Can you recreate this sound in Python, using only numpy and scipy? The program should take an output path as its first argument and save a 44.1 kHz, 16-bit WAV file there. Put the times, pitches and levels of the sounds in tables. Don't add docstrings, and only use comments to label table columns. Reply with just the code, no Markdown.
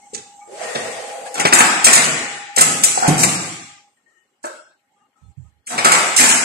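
import sys
import numpy as np
from scipy import signal
from scipy.fft import rfft, irfft, next_fast_len
from scipy.io import wavfile
from scipy.ndimage import uniform_filter1d, map_coordinates

SR = 44100
rng = np.random.default_rng(int(sys.argv[2]) if len(sys.argv) > 2 else 0)


def to_wav(sig):
    pcm = np.clip(np.atleast_2d(sig), -1, 1) * 32767
    pcm = np.round(pcm).astype(np.int16)
    wavfile.write(sys.argv[1], SR, pcm.T)


def invert_db(level):
    return 10 ** (np.asarray(level, dtype=float) / 20)


N = 284004


def unit(x):
    return x / np.sqrt(np.mean(x ** 2) + 1e-20)


def along(points, hz):
    f, v = np.transpose(points)
    return np.interp(np.log(hz + 1), np.log(f + 1), v)


def curves(rows, outside=None):
    s, *columns = np.transpose(rows)
    t = np.arange(N) / SR
    return [np.interp(t, s, column, outside, outside) for column in columns]


def wobble(rate):
    knots = rng.standard_normal(int(N * rate / SR) + 4)
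    return map_coordinates(knots, [np.arange(N) * rate / SR])


def filtered(x, response):
    n = x.shape[-1]
    m = next_fast_len(n + 8192)
    return irfft(rfft(x, m) * response(np.fft.rfftfreq(m, 1 / SR)), m)[..., :n]


def peak(f, hz, width_hz):
    return np.abs(f * width_hz / (hz * hz - f * f + 1j * f * width_hz))


def resonances(f, rows, extra_db=0):
    return sum(invert_db(db + extra_db) * peak(f, hz, width_hz) for hz, width_hz, db in rows)


def dying(t60, rise):
    t = np.arange(SR // 2) / SR
    return invert_db(-60 * t / max(t60, .01)) * (1 - np.exp(-t / max(rise, .0003)))


def held(s, length, rise, fall):
    shape, i = np.zeros(N), max(round(s * SR), 0)
    t = np.arange(min(N - i, SR // 2)) / SR
    shape[i:][:len(t)] = np.clip(t / rise, 0, 1) * invert_db(-60 * np.clip(t - length, 0, 1) / fall)
    return shape


# frequency in Hz, likeness from 0 to 1.
PORT_LIKENESS = [(100, 0.96), (250, 0.94), (600, 0.56), (1200, 0.021)]


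def pair(n):
    turn = lambda hz: np.arccos(np.clip(along(PORT_LIKENESS, hz), 0, 1)) / 2
    split = lambda hz: np.array([np.cos(turn(hz)), np.sin(turn(hz))])
    mid, side = filtered(rng.standard_normal((2, n)), split)
    return np.array([mid + side, mid - side])


def rush(spectrum, lumpy_db):
    z = signal.stft(pair(N), nperseg=512)[2]
    field = uniform_filter1d(rng.standard_normal(z.shape), size=5, axis=1)
    field = uniform_filter1d(field, size=5, axis=2)
    patchy = signal.istft(z * invert_db(lumpy_db * unit(field)), nperseg=512)[1][:, :N]
    return unit(filtered(patchy, lambda hz: invert_db(along(spectrum, hz))))


def new_bus():
    return np.zeros((3, N + SR))


LEFT_LAG = 20


def add(bus, s, burst, db, pan_db, echo_db):
    i = round(s * SR)
    bus[0, i + LEFT_LAG:][:len(burst)] += invert_db(db + pan_db / 2) * burst
    bus[1, i:][:len(burst)] += invert_db(db - pan_db / 2) * burst
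    bus[2, i:][:len(burst)] += invert_db(db + echo_db) * burst


# frequency in Hz, level in dB per Hz.
AIR_SPECTRUM = [(880, -39), (1500, -24.5), (2630, -12.5), (2940, -16), (3450, -11), (3860, -14.5),
                (5500, -9.5), (7350, -4), (9110, -5.5), (11800, -16.5), (14000, -25.5)]
# frequency in Hz, width in Hz, level in dB.
VALVE_BLOCK_MODES = [(4940, 16, -8), (6120, 7.7, -11), (6650, 4.6, -7.5), (7140, 4.5, -4), (7460, 32, 6),
                     (7845, 110, 7), (8400, 3.5, -3.5), (9350, 2.3, -0.5)]
JET_GRAIN_DB = 2


def air_jet():
    colour = lambda hz: invert_db(along(AIR_SPECTRUM, hz)) * (1 + resonances(hz, VALVE_BLOCK_MODES))
    jet = unit(filtered(rng.standard_normal(N + SR), colour))
    grain = np.tile(invert_db(JET_GRAIN_DB * wobble(220)), 2)[:N + SR]
    return unit(jet * grain)


VENT_T60_S, VENT_RISE_S = 0.11, 0.00072
VENT_HALVES_DB = 30.5
VENT_FAR_DOUBLES_DB = 30.5


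def bursts(jet, rows, shorter):
    bus = new_bus()
    for s, db, pan_db, echo_db in rows:
        t60 = shorter * VENT_T60_S * .5 ** (db / VENT_HALVES_DB - echo_db / VENT_FAR_DOUBLES_DB)
        burst = jet[round(s * SR):][:SR // 2] * dying(t60, VENT_RISE_S)
        add(bus, s, burst, db - 10, pan_db, echo_db)
    return bus


# start in seconds, peak level in dB, left-right difference in dB, echo in dB.
EXHAUSTS = [(1.2631, -33, -11, -11), (1.342, -13.5, 1, -2), (1.3774, -20, -12, -1), (1.3966, -3.5, 8, -26),
            (1.4515, -6.5, 9, -30), (1.47, -6.5, -9, -15), (1.5219, -11, -5, 0), (1.5327, 9.5, 10.5, -2),
            (1.5868, 7.5, -1, -4.5), (1.605, -0.5, 3, -19), (1.8437, 20, 3, -5), (1.866, 10, 16.5, -14),
            (1.93, 12, -5, -7), (1.953, -0.5, 0, -9.5), (2.5614, -3.5, 10.5, -4), (2.5817, 1, -9, 4),
            (2.6092, 13.5, 1, -9.5), (2.8354, 14, 6.5, -3.5), (3.0771, 3, -3, -3),
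            (3.1776, -6.5, -0.5, 10.5), (3.226, -6, -2, -9), (3.2328, 0.5, 15, -9.5),
            (4.429, -36.5, -11, 3.5), (4.438, -32, -9, 0.5), (4.4526, -31.5, -18.5, -19.5),
            (5.6626, -35.5, 2, -12), (5.668, -19.5, 1, 6.5), (5.7171, -21, -11.5, -5),
            (5.778, -9, -2, -0.5), (5.846, 1.5, -10.5, 2.5), (5.918, -1, -12, 3.5), (6.163, 2, -6, 8.5),
            (6.1944, -8, 10, 7), (6.289, -1, 7, 3.5)]


def valves(jet):
    return bursts(jet, EXHAUSTS, shorter=0.96)


# start in seconds, peak level in dB, ringing in Hz, echo in dB.
CYLINDER_STOPS = [(0.142, -30.5, 430, -0.5), (0.75, -11.5, 498, -4), (1.347, -21, 809, 8),
                  (1.376, -19, 809, 9), (1.396, -10.5, 591, -11), (1.399, -9.5, 2200, -8.5),
                  (1.45, 2, 540, -9), (1.461, -5.5, 2180, -11), (1.471, -7.5, 2150, -4.5),
                  (1.524, 2, 1730, 2), (1.585, -3.5, 1416, -2.5), (1.604, 7.5, 1793, -4),
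                  (1.865, 5, 2435, -1), (1.961, -9.5, 630, 7), (1.979, -13, 2090, 0.5),
                  (2.572, -5.5, 630, -2.5), (2.586, -5.5, 1879, -17), (2.608, -1, 2700, -1.5),
                  (2.844, -19, 2270, 2.5), (2.974, -15.5, 777, 4), (3.027, -18, 730, 9.5),
                  (3.045, -22.5, 740, 13.5), (3.176, -20.5, 666, 5), (3.23, -3, 2403, -7.5),
                  (3.228, -11, 1248, 0), (5.671, -29, 2358, 2), (5.7, -18.5, 687, 7.5),
                  (5.779, -3.5, 2250, 0), (5.845, -4, 2442, 1), (5.85, -4, 600, 0.5), (5.866, -11, 1450, 2),
                  (5.94, -5, 1500, 0), (5.913, -2, 2120, 4), (5.989, -24, 2366, 1), (6.193, -5, 1940, 2),
                  (6.205, -4.5, 2500, 0.5), (6.235, -12, 887, 4), (6.31, -10, 2640, 5.5)]
# start in seconds, peak level in dB, ringing in Hz, echo in dB.
LATCHES = [
    (0.176, -32.5, 3514, -2.5),
    (4.44, -28.5, 1010, 0.5),
]
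# frequency in Hz, width in Hz, level in dB.
FRAME_MODES = [(792.4, 200, -20.5), (1260, 190, 12), (1640, 16, -12.5), (2200, 30, 11.5), (3262, 48, -22.5)]
# frequency in Hz, level in dB per Hz.
CLANK_SPECTRUM = [(88, -30.5), (150, -1.5), (238, -1), (516, -6), (700, -1.5), (1020, -6.5), (1400, -6),
                  (2170, -6), (3090, -8), (6000, -11), (7800, -57.5), (13200, -120)]
STOP_T60_S, STOP_HALVES_DB = 0.074, 27.5
TILT_DB, TILT_BY_PITCH_DB = -0.5, -0.53
FRAME_SHIFT, FRAME_SCATTER_DB = .08, 4
SMALL_SHARE = 0.13
CHATTER_DB = 3


def stops():
    bus = new_bus()
    chatter = np.tile(invert_db(CHATTER_DB * wobble(250)), 2)
    for rows, on_frame in (CYLINDER_STOPS, True), (LATCHES, False):
        for s, db, ring_hz, echo_db in rows:
            t60 = STOP_T60_S * .5 ** (db / STOP_HALVES_DB)
            tilt_db = TILT_DB + TILT_BY_PITCH_DB * np.log2(ring_hz / 1200)
            spot = rng.standard_normal((len(FRAME_MODES), 2)) * [FRAME_SHIFT, FRAME_SCATTER_DB]
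            modes = [(hz * (1 + shift), width, level + more)
                     for (hz, width, level), (shift, more) in zip(FRAME_MODES, spot)]
            rings = lambda f: 2.0 + 2.8 * peak(f, ring_hz, 170) + on_frame * resonances(f, modes, -8)
            body = lambda f: f ** 2 / (f ** 2 + (SMALL_SHARE * ring_hz) ** 2)
            tilted = lambda f: invert_db(along(CLANK_SPECTRUM, f) + tilt_db * np.log2((f + 50) / 1200))
            noise = chatter[round(s * SR) % N:][:SR // 5] * rng.standard_normal(SR // 5)
            rattle = unit(filtered(noise, lambda f: tilted(f) * rings(f) * body(f)))
            blow = rattle * dying(t60, .003)[:SR // 5]
            add(bus, s, blow, db - 3.5, 1.5, echo_db)
    return bus


# start in seconds, peak level in dB, ringing in Hz,
# decay time t60 in seconds, echo in dB.
DULL_KNOCKS = [(0.132, -27, 169.5, 0.18, -3.5), (0.746, -23, 419, 0.21, 3.5), (1.393, -24, 282, 0.14, 7),
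               (1.445, -23, 360.3, 0.22, -7), (1.53, -19, 301, 0.041, 1.5), (1.872, -20, 337.4, 0.27, -4.5),
               (2.049, -25.5, 450.5, 0.63, -3), (2.571, -31, 281, 0.11, -7), (2.641, -25, 286, 0.26, 12),
               (2.967, -25, 441, 0.15, -5), (3.08, 3, 188.2, 0.062, -7), (3.121, -5, 171, 0.14, -14),
               (3.18, -14, 153, 0.094, 14.5), (3.228, -16, 270.4, 0.075, 6), (5.714, -35, 326, 0.52, 10),
               (5.85, -24, 300, 0.04, -4), (6.201, -25, 260.4, 0.46, -6),
               (6.326, -34.5, 263.7, 0.96, -25.5)]
# frequency in Hz, level in dB per Hz.
THUD_SPECTRUM = [(18, -47.5), (30, -35), (149, -8), (199, -5.5), (301, -8.5), (422, -10), (600, -13.5),
                 (780, -28.5), (1320, -120)]


def knocks():
    bus = new_bus()
    for s, db, ring_hz, t60, echo_db in DULL_KNOCKS:
        colour = lambda hz: invert_db(along(THUD_SPECTRUM, hz)) * (0.86 + peak(hz, ring_hz, width_hz=21))
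        thud = unit(filtered(rng.standard_normal(SR // 2), colour)) * dying(t60, 0.034)
        add(bus, s, thud, db, 0, echo_db)
    return bus


# start in seconds, peak level in dB, frequency in
# Hz, width in Hz, decay time t60 in seconds.
RINGING_PARTS = [(0.132, -25, 426, 16, 0.075), (0.639, -34, 1870, 34, 2.3), (1.959, -30, 152.1, 4.5, 0.98),
                 (2.597, -27, 152.8, 4.1, 0.92), (2.975, -3, 717, 43, 0.036), (3.025, -6.5, 760, 67, 0.075),
                 (3.03, -12.5, 1454, 54, 0.079), (3.045, -7, 758, 100, 0.093), (3.068, -14, 748, 85, 0.06),
                 (3.08, -11, 155.2, 4, 0.6), (3.081, -13, 178.1, 8, 0.25), (3.082, -7, 289.6, 35, 0.17),
                 (4.444, -25, 577, 66, 0.33), (4.44, -25, 972, 170, 0.18), (4.441, -28.5, 357, 53, 0.14),
                 (4.444, -31, 1338, 46, 0.41), (4.468, -29, 1590, 125, 0.11), (5.85, -7, 1320, 117, 0.5),
                 (6.198, -21, 258.2, 14, 1.17),
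                 (0.478, -40, 420, 30, .3), (0.75, -31, 1900, 25, .4), (1.6, -12, 1748, 12, .2),
                 (1.846, -15, 8230, 40, .1), (1.535, -17, 7671, 12, .3), (1.535, -18, 8226, 15, .3),
                 (5.848, -20, 7564, 16, .4), (2.16, -30, 1942, 8, .6), (1.975, -15, 2094, 10, .25),
                 (1.98, -25, 1942, 10, .4), (4.5, -43, 520, 140, .5), (1.262, -30, 1680, 40, .1)]


def ringing():
    bus, t = new_bus(), np.arange(SR // 2) / SR
    for s, db, hz, width_hz, t60 in RINGING_PARTS:
        step = np.sqrt(2 * np.pi * abs(width_hz) / SR)
        wander = np.cumsum(rng.standard_normal(len(t))) * step
        tone = filtered(np.sin(2 * np.pi * hz * t + wander), lambda f: peak(f, hz, hz))
        add(bus, s, tone * dying(t60, 0.00027), db, 0, echo_db=-7)
    return bus


# frequency in Hz, level in dB.
CHUTE_MODES = [(4140, -9), (4860, -9), (5772, -9), (6212, -6), (6670, -9), (6885, -1), (7254, 0),
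               (7550, -6), (7752, -3), (7827, -2), (8870, -8), (9180, -4), (9652, -11)]
# start in seconds, peak level in dB, decay time t60 in seconds.
CHUTE_STRIKES = [(1.4, -24, .2), (1.535, -24, .2), (1.846, -20, .25), (1.931, -15, .35), (1.953, -18, .35),
                 (2.61, -26, .2), (2.837, -24, .2), (3.232, -26, .25), (5.847, -27, .25), (5.918, -26, .25),
                 (6.166, -18, .35), (6.235, -19, .4), (6.29, -19, .4)]
STRIKE_SCATTER_DB, CHUTE_WIDTH_HZ, CHUTE_ECHO_DB = 2, 16, -5


def chute():
    bus, t = new_bus(), np.arange(SR // 2) / SR
    hz, level_db = np.transpose(CHUTE_MODES)[:, :, None]
    step = np.sqrt(100 * np.pi * CHUTE_WIDTH_HZ / SR)
    for s, db, t60 in CHUTE_STRIKES:
        wander = np.cumsum(rng.standard_normal((len(hz), len(t) // 50 + 1)), axis=1) * step
        phase = 2 * np.pi * hz * t + np.repeat(wander, 50, axis=1)[:, :len(t)]
        mix = invert_db(level_db + STRIKE_SCATTER_DB * rng.standard_normal(hz.shape))
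        plate = (mix * np.sin(phase)).sum(axis=0)
        add(bus, s, plate * dying(t60, .002), db, 0, CHUTE_ECHO_DB)
    return bus


CLINKS, CLINK_LOW_HZ, CLINK_HIGH_HZ = 16, 1500, 7000
CLINK_SPREAD_S, CLINK_T60_S = .09, .025
CLINK_DB, CLINK_FADE_DB_PER_S, CLINK_SCATTER_DB = 4, 55, 4


def clinks():
    bus, t = new_bus(), np.arange(SR // 30) / SR
    for s, db, _ in CHUTE_STRIKES:
        for wait, pitch, size, side in rng.random((CLINKS, 4)):
            late = -CLINK_SPREAD_S * np.log(1 - wait)
            hz = CLINK_LOW_HZ * (CLINK_HIGH_HZ / CLINK_LOW_HZ) ** pitch
            tones = np.sin(2 * np.pi * hz * t) + .6 * np.sin(2 * np.pi * 1.47 * hz * t)
            ping = tones * invert_db(-60 * t / CLINK_T60_S)
            level_db = db + CLINK_DB - CLINK_FADE_DB_PER_S * late + CLINK_SCATTER_DB * (2 * size - 1)
            add(bus, s + late, ping, level_db, 12 * side - 6, -6)
    return bus


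# start in seconds, peak level in dB,
# left-right difference in dB, echo in dB.
DRAWER_TICKS = [
    (0.134, -20.5, 12, -7),
    (0.1465, -11, -15.5, -3.5),
    (0.176, -24, -2, -7),
    (0.632, -16, 1, -5),
    (0.749, -16.5, 2, -3.5),
    (1.2177, -29.5, 0, -5.5),
]
TICK_DULL_HZ = 9100


def ticks(jet):
    dull = filtered(jet, lambda hz: 1 / (1 + (hz / TICK_DULL_HZ) ** 8))
    return bursts(dull, DRAWER_TICKS, shorter=0.61)


# time in seconds, level in dB under full speed.
DRAWER_SPEED = [
    (0.476, -21.5),
    (0.5, -14.5),
    (0.56, -7),
    (0.63, -1),
    (0.8, 0),
    (1.08, -3.5),
    (1.248, -6.5),
    (1.268, -2.5),
    (1.298, -7),
    (2.4, -22.5),
]
# time in seconds, drone pitch over its mean.
DRONE_PITCH = [(0.476, 0.88), (0.53, 0.81), (0.6, 0.99), (0.68, 1), (0.76, 0.94), (0.94, 0.99), (1.05, 1.0),
               (1.2, 1.024), (1.33, 1.05)]
# frequency in Hz, level in dB per Hz.
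RUNNER_SPECTRUM = [(35, -59.5), (60, -52), (172, -22.5), (317, -19), (430, -9), (499, 5), (585, -10.5),
                   (633, 3), (822, -8.5), (900, -20.5), (1170, -45.5), (1980, -120)]
# frequency in Hz, level in dB per Hz.
SCRAPE_SPECTRUM = [(470, -30), (800, -12.5), (960, -8), (1750, -10), (1910, -7.5), (3360, -13),
                   (4000, -24.5), (5200, -52.5), (8800, -120)]
# frequency in Hz, level in dB per Hz.
PARTS_SPECTRUM = [(2060, -43), (3500, -10.5), (4760, -5), (5440, -7.5), (8450, -2.5), (10700, -16.5),
                  (13300, -25), (14000, -33)]
RUNNER_DB, SCRAPE_DB, PARTS_DB = -30, -32.5, -33.5
RUNNER_GROWS, SCRAPE_GROWS, PARTS_GROWS = 0.93, 1.7, 1.3


def drawer():
    speed_db, = curves(DRAWER_SPEED, -120)
    read = np.cumsum(curves(DRONE_PITCH)[0]) % (N - 1)
    drone = np.array([np.interp(read, np.arange(N), side) for side in rush(RUNNER_SPECTRUM, lumpy_db=3.5)])
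    drone = invert_db(RUNNER_DB + RUNNER_GROWS * speed_db) * drone
    scrape = invert_db(SCRAPE_DB + SCRAPE_GROWS * speed_db) * rush(SCRAPE_SPECTRUM, lumpy_db=2)
    parts = invert_db(PARTS_DB + PARTS_GROWS * speed_db) * rush(PARTS_SPECTRUM, lumpy_db=2.5)
    return drone + scrape + parts


# time in seconds, frequency in Hz, level in dB.
SPRING_CREAK = [
    (4.44, 1628, -35),
    (4.5, 1632, -43),
    (4.559, 1483, -46),
    (4.61, 1392, -46.5),
    (4.66, 1497, -52.5),
    (4.72, 1585, -55.5),
    (4.77, 1545, -67),
]
CREAK_ROUGH_DB, CREAK_WAVER = 3, 2.4


def creak():
    tone_hz, = curves([row[:2] for row in SPRING_CREAK])
    level_db, = curves([row[::2] for row in SPRING_CREAK], -120)
    waver = CREAK_WAVER * np.array([wobble(120), wobble(120)])
    turn = 2 * np.pi * np.cumsum(tone_hz) / SR + waver
    return invert_db(level_db + CREAK_ROUGH_DB * wobble(60)) * np.sin(turn)


# frequency in Hz, decay time t60 in seconds.
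HALL_DECAY = [(100, 1.1), (500, 1.16), (2000, 1.503), (7000, 1.004), (13000, 0.62)]


def hall(x):
    hz, t, z = signal.stft(pair(3 * SR // 2), SR, nperseg=256)
    tail = signal.istft(z * invert_db(-60 * t / along(HALL_DECAY, hz)[:, None]), SR, nperseg=256)[1]
    delayed = np.pad(x, (400, 0))[None]
    return signal.fftconvolve(delayed, tail / np.linalg.norm(tail[0]), axes=1)[:, :N]


# frequency in Hz, level in dB.
SUPPRESSOR_THRESHOLD = [(100, -71), (165, -50), (300, -60), (800, -52), (1500, -63.5), (2400, -67),
                        (4000, -93), (8000, -72), (11000, -88), (14000, -91)]


def suppressed(x):
    hz, _, z = signal.stft(x, SR, nperseg=1024)
    power = uniform_filter1d(np.abs(z) ** 2, size=3, axis=1)
    power = np.abs(uniform_filter1d(power, size=3, axis=2))
    keep = power / (power + invert_db(along(SUPPRESSOR_THRESHOLD, hz))[:, None] ** 2)
    total = power.sum(axis=(0, 1))
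    gate = total ** 1.5 / (total ** 1.5 + invert_db(-43.0) ** 3)
    return signal.istft(z * keep * gate, SR, nperseg=1024)[1][:, :N]


# time in seconds, level in dB.
WHINE_LEVEL = [(0.0, -47), (0.27, -47), (0.36, -42), (0.45, -42), (0.6, -40.5), (1.05, -38.5), (1.33, -35),
               (2.15, -44), (2.3, -35.5), (2.55, -35), (3.5, -48), (3.8, -54), (3.89, -63), (3.99, -87),
               (4.75, -74), (5.65, -78)]
WHINE_HZ, WHINE_WIDTH_HZ, WHINE_STEADY = 816, 70, 2.6


def whine():
    turn = 2 * np.pi * np.cumsum(WHINE_HZ + 3 * wobble(30)) / SR
    flicker_db = 2.2 * wobble(70) + .3 * wobble(9)
    drift = .35 * wobble(30)
    fuzz = unit(filtered(rng.standard_normal(N), lambda f: peak(f, WHINE_HZ, WHINE_WIDTH_HZ) ** 2))
    tone = np.sin([turn + drift, turn - drift])
    return invert_db(curves(WHINE_LEVEL)[0] + flicker_db - 9) * (WHINE_STEADY * tone + fuzz)


# time in seconds, level in dB.
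HUM_LEAK = [(0.0, -55.5), (0.2, -53.5), (0.31, -56.5), (0.45, -55), (3.88, -70), (3.96, -77), (5.65, -90)]
# start in seconds, length in seconds, hum level in dB.
SUPPRESSOR_LAPSES = [
    (3.956, 0.02, -85),
    (4.076, 0.12, -77),
    (4.915, 0.13, -84),
    (5.161, 0.16, -74),
    (5.368, 0.13, -72.5),
]
# frequency in Hz, level in dB per Hz.
HUM_SPECTRUM = [(40, -22.5), (120, -13), (260, -13.5), (500, -13), (900, -13.5), (1700, -18.5), (2100, -19),
                (3000, -25), (6000, -30)]
# frequency in Hz, width in Hz, level in dB.
DUCT_MODES = [(244, 28, 4.5), (1850, 14, 10), (2150, 39, 4), (2950, 56, 8), (3200, 83, 6), (4200, 99, 6.5)]
# frequency in Hz, level in dB per Hz.
HISS_SPECTRUM = [(2500, -41.5), (5200, -20), (6000, -12.5), (7000, -12), (7600, -8), (8500, -11.5),
                 (9500, -31.5), (11000, -74.5)]
# frequency in Hz, width in Hz, level in dB.
AIR_LINE_MODES = [(5780, 43, -10), (6630, 73, -11.5), (7540, 71, -1), (8280, 99, -14.5), (8890, 41, -8.5),
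                  (9400, 46, -18.5)]
LAPSE_RISE_S, LAPSE_FALL_S, HISS_DB, SELF_NOISE_DB = 0.0083, 0.07, -3.5, -87


def hum_bed():
    hum = rush(HUM_SPECTRUM, lumpy_db=4)
    hum = unit(filtered(hum, lambda hz: 1 + resonances(hz, DUCT_MODES)))
    hiss = rush(HISS_SPECTRUM, lumpy_db=2.5)
    hiss = unit(filtered(hiss, lambda hz: 1 + resonances(hz, AIR_LINE_MODES, 11.5)))
    leak = invert_db(curves(HUM_LEAK)[0])
    for s, length, db in SUPPRESSOR_LAPSES:
        leak = leak + invert_db(db) * held(s, length, LAPSE_RISE_S, LAPSE_FALL_S)
    own_colour = lambda hz: invert_db(along([(5000, 1.0), (9000, -5.5), (13000, -20.5)], hz))
    own = invert_db(SELF_NOISE_DB) * unit(filtered(pair(N), own_colour))
    return (invert_db(-6.0) * leak + invert_db(-71.5)) * hum + invert_db(HISS_DB + 6.0) * leak * hiss + own


# start in seconds, peak level in dB, frequency in Hz,
# left-right difference in dB, length in seconds.
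HUM_SCRAPS = [(0.0, -59.5, 2150, 8, 0.05), (0.245, -62, 1170, 3, 0.02), (0.405, -52.5, 2260, 5, 0.024),
              (0.413, -56.5, 1215, 13, 0.044), (3.848, -76.5, 8640, 2.5, 0.13),
              (3.968, -70.5, 1850, 9.5, 0.039), (4.06, -62.5, 1850, 22, 0.12), (4.07, -68, 376, 2, 0.11),
              (4.104, -68, 1304, 22.5, 0.039), (4.119, -70.5, 2950, 7.5, 0.1),
              (4.302, -69.5, 2950, 14.5, 0.04), (4.898, -59.5, 824, -7, 0.12),
              (4.962, -61, 1214, 13, 0.053), (5, -72, 2816, 5.5, 0.028), (5.156, -65, 1293, 20.5, 0.075),
              (5.16, -67.5, 810, 0.0, 0.15), (5.22, -72.5, 3500, 3.5, 0.04), (5.225, -72.5, 4200, 5, 0.027),
              (5.44, -70, 1255, -18, 0.033)]


def scraps():
    t = np.arange(N) / SR
    waver, rough = 1.1 * wobble(90), invert_db(5 * wobble(45) - 4)
    out = np.zeros((2, N))
    for s, peak_db, tone_hz, pan_db, length in HUM_SCRAPS:
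        swell = rough * held(s, length, 0.0047, 0.23)
        sides = invert_db(peak_db + np.array([[.5], [-.5]]) * pan_db)
        out += sides * swell * np.sin(2 * np.pi * tone_hz * t + waver)
    return out


# start in seconds, length in seconds, level in dB.
GUSTS = [
    (5.216, 0.089, -38),
    (5.368, 0.11, -37.5),
    (5.374, 0.018, -28),
    (5.502, 0.11, -60),
]
# frequency in Hz, level in dB per Hz.
GUST_SPECTRUM = [(15, -39.5), (25, -31.5), (70, 4), (130, 0), (299, -37.5), (400, -44.5), (520, -70.5),
                 (880, -120)]
GUST_RISE_S, GUST_FALL_S = 0.0101, 0.08


def buffet():
    level = sum(invert_db(db) * held(s, length, GUST_RISE_S, GUST_FALL_S) for s, length, db in GUSTS)
    thump = unit(filtered(rng.standard_normal(N), lambda hz: invert_db(along(GUST_SPECTRUM, hz))))
    return level * thump * invert_db([[-28], [0]])


def scene():
    jet = air_jet()
    bus = valves(jet) + ticks(jet) + stops() + knocks() + ringing() + chute() + clinks()
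    left, right, walls = bus[:, :N]
    machine = suppressed(np.array([left, right]) + hall(walls))
    return machine + drawer() + creak() + whine() + hum_bed() + scraps() + buffet()


# frequency in Hz, share of the time.
BAND_DROPOUT = [(2800, 0), (3100, .3), (3900, .25), (5300, .2), (6200, .06), (9000, .03), (10000, .3),
                (13000, .5)]


def starved(x):
    hz, t, z = signal.stft(x, SR, nperseg=2048, noverlap=1536)
    luck = uniform_filter1d(rng.standard_normal((len(hz), len(t))), size=7, axis=1)
    rank = luck.argsort(axis=1).argsort(axis=1) / len(t)
    band = (25 * np.log(hz + 1000)).astype(int) - 150
    keep = rank[band] >= along(BAND_DROPOUT, hz)[:, None]
    return signal.istft(z * keep, SR, nperseg=2048, noverlap=1536)[1][:, :N]


# frequency in Hz, left-right difference in dB.
PORT_COLOUR = [(60, -2), (150, -0.5), (370, -2), (900, 0.5), (2230, 5.5), (5490, -2.5), (13600, 6)]


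def top_cut(x):
    return signal.sosfilt(signal.butter(12, 14160, fs=SR, output="sos"), x)


def record(dry):
    colour = lambda hz: invert_db(np.outer([.5, -.5], along(PORT_COLOUR, hz)))
    ports = filtered(dry, lambda hz: colour(hz) * hz ** 2 / (hz ** 2 + 60 ** 2))
    thinned = starved(np.clip(1.042 * ports, -1.02, 1.02))
    return top_cut(np.clip(thinned, -1, 1))


dry = scene()
out = record(dry)
to_wav(out)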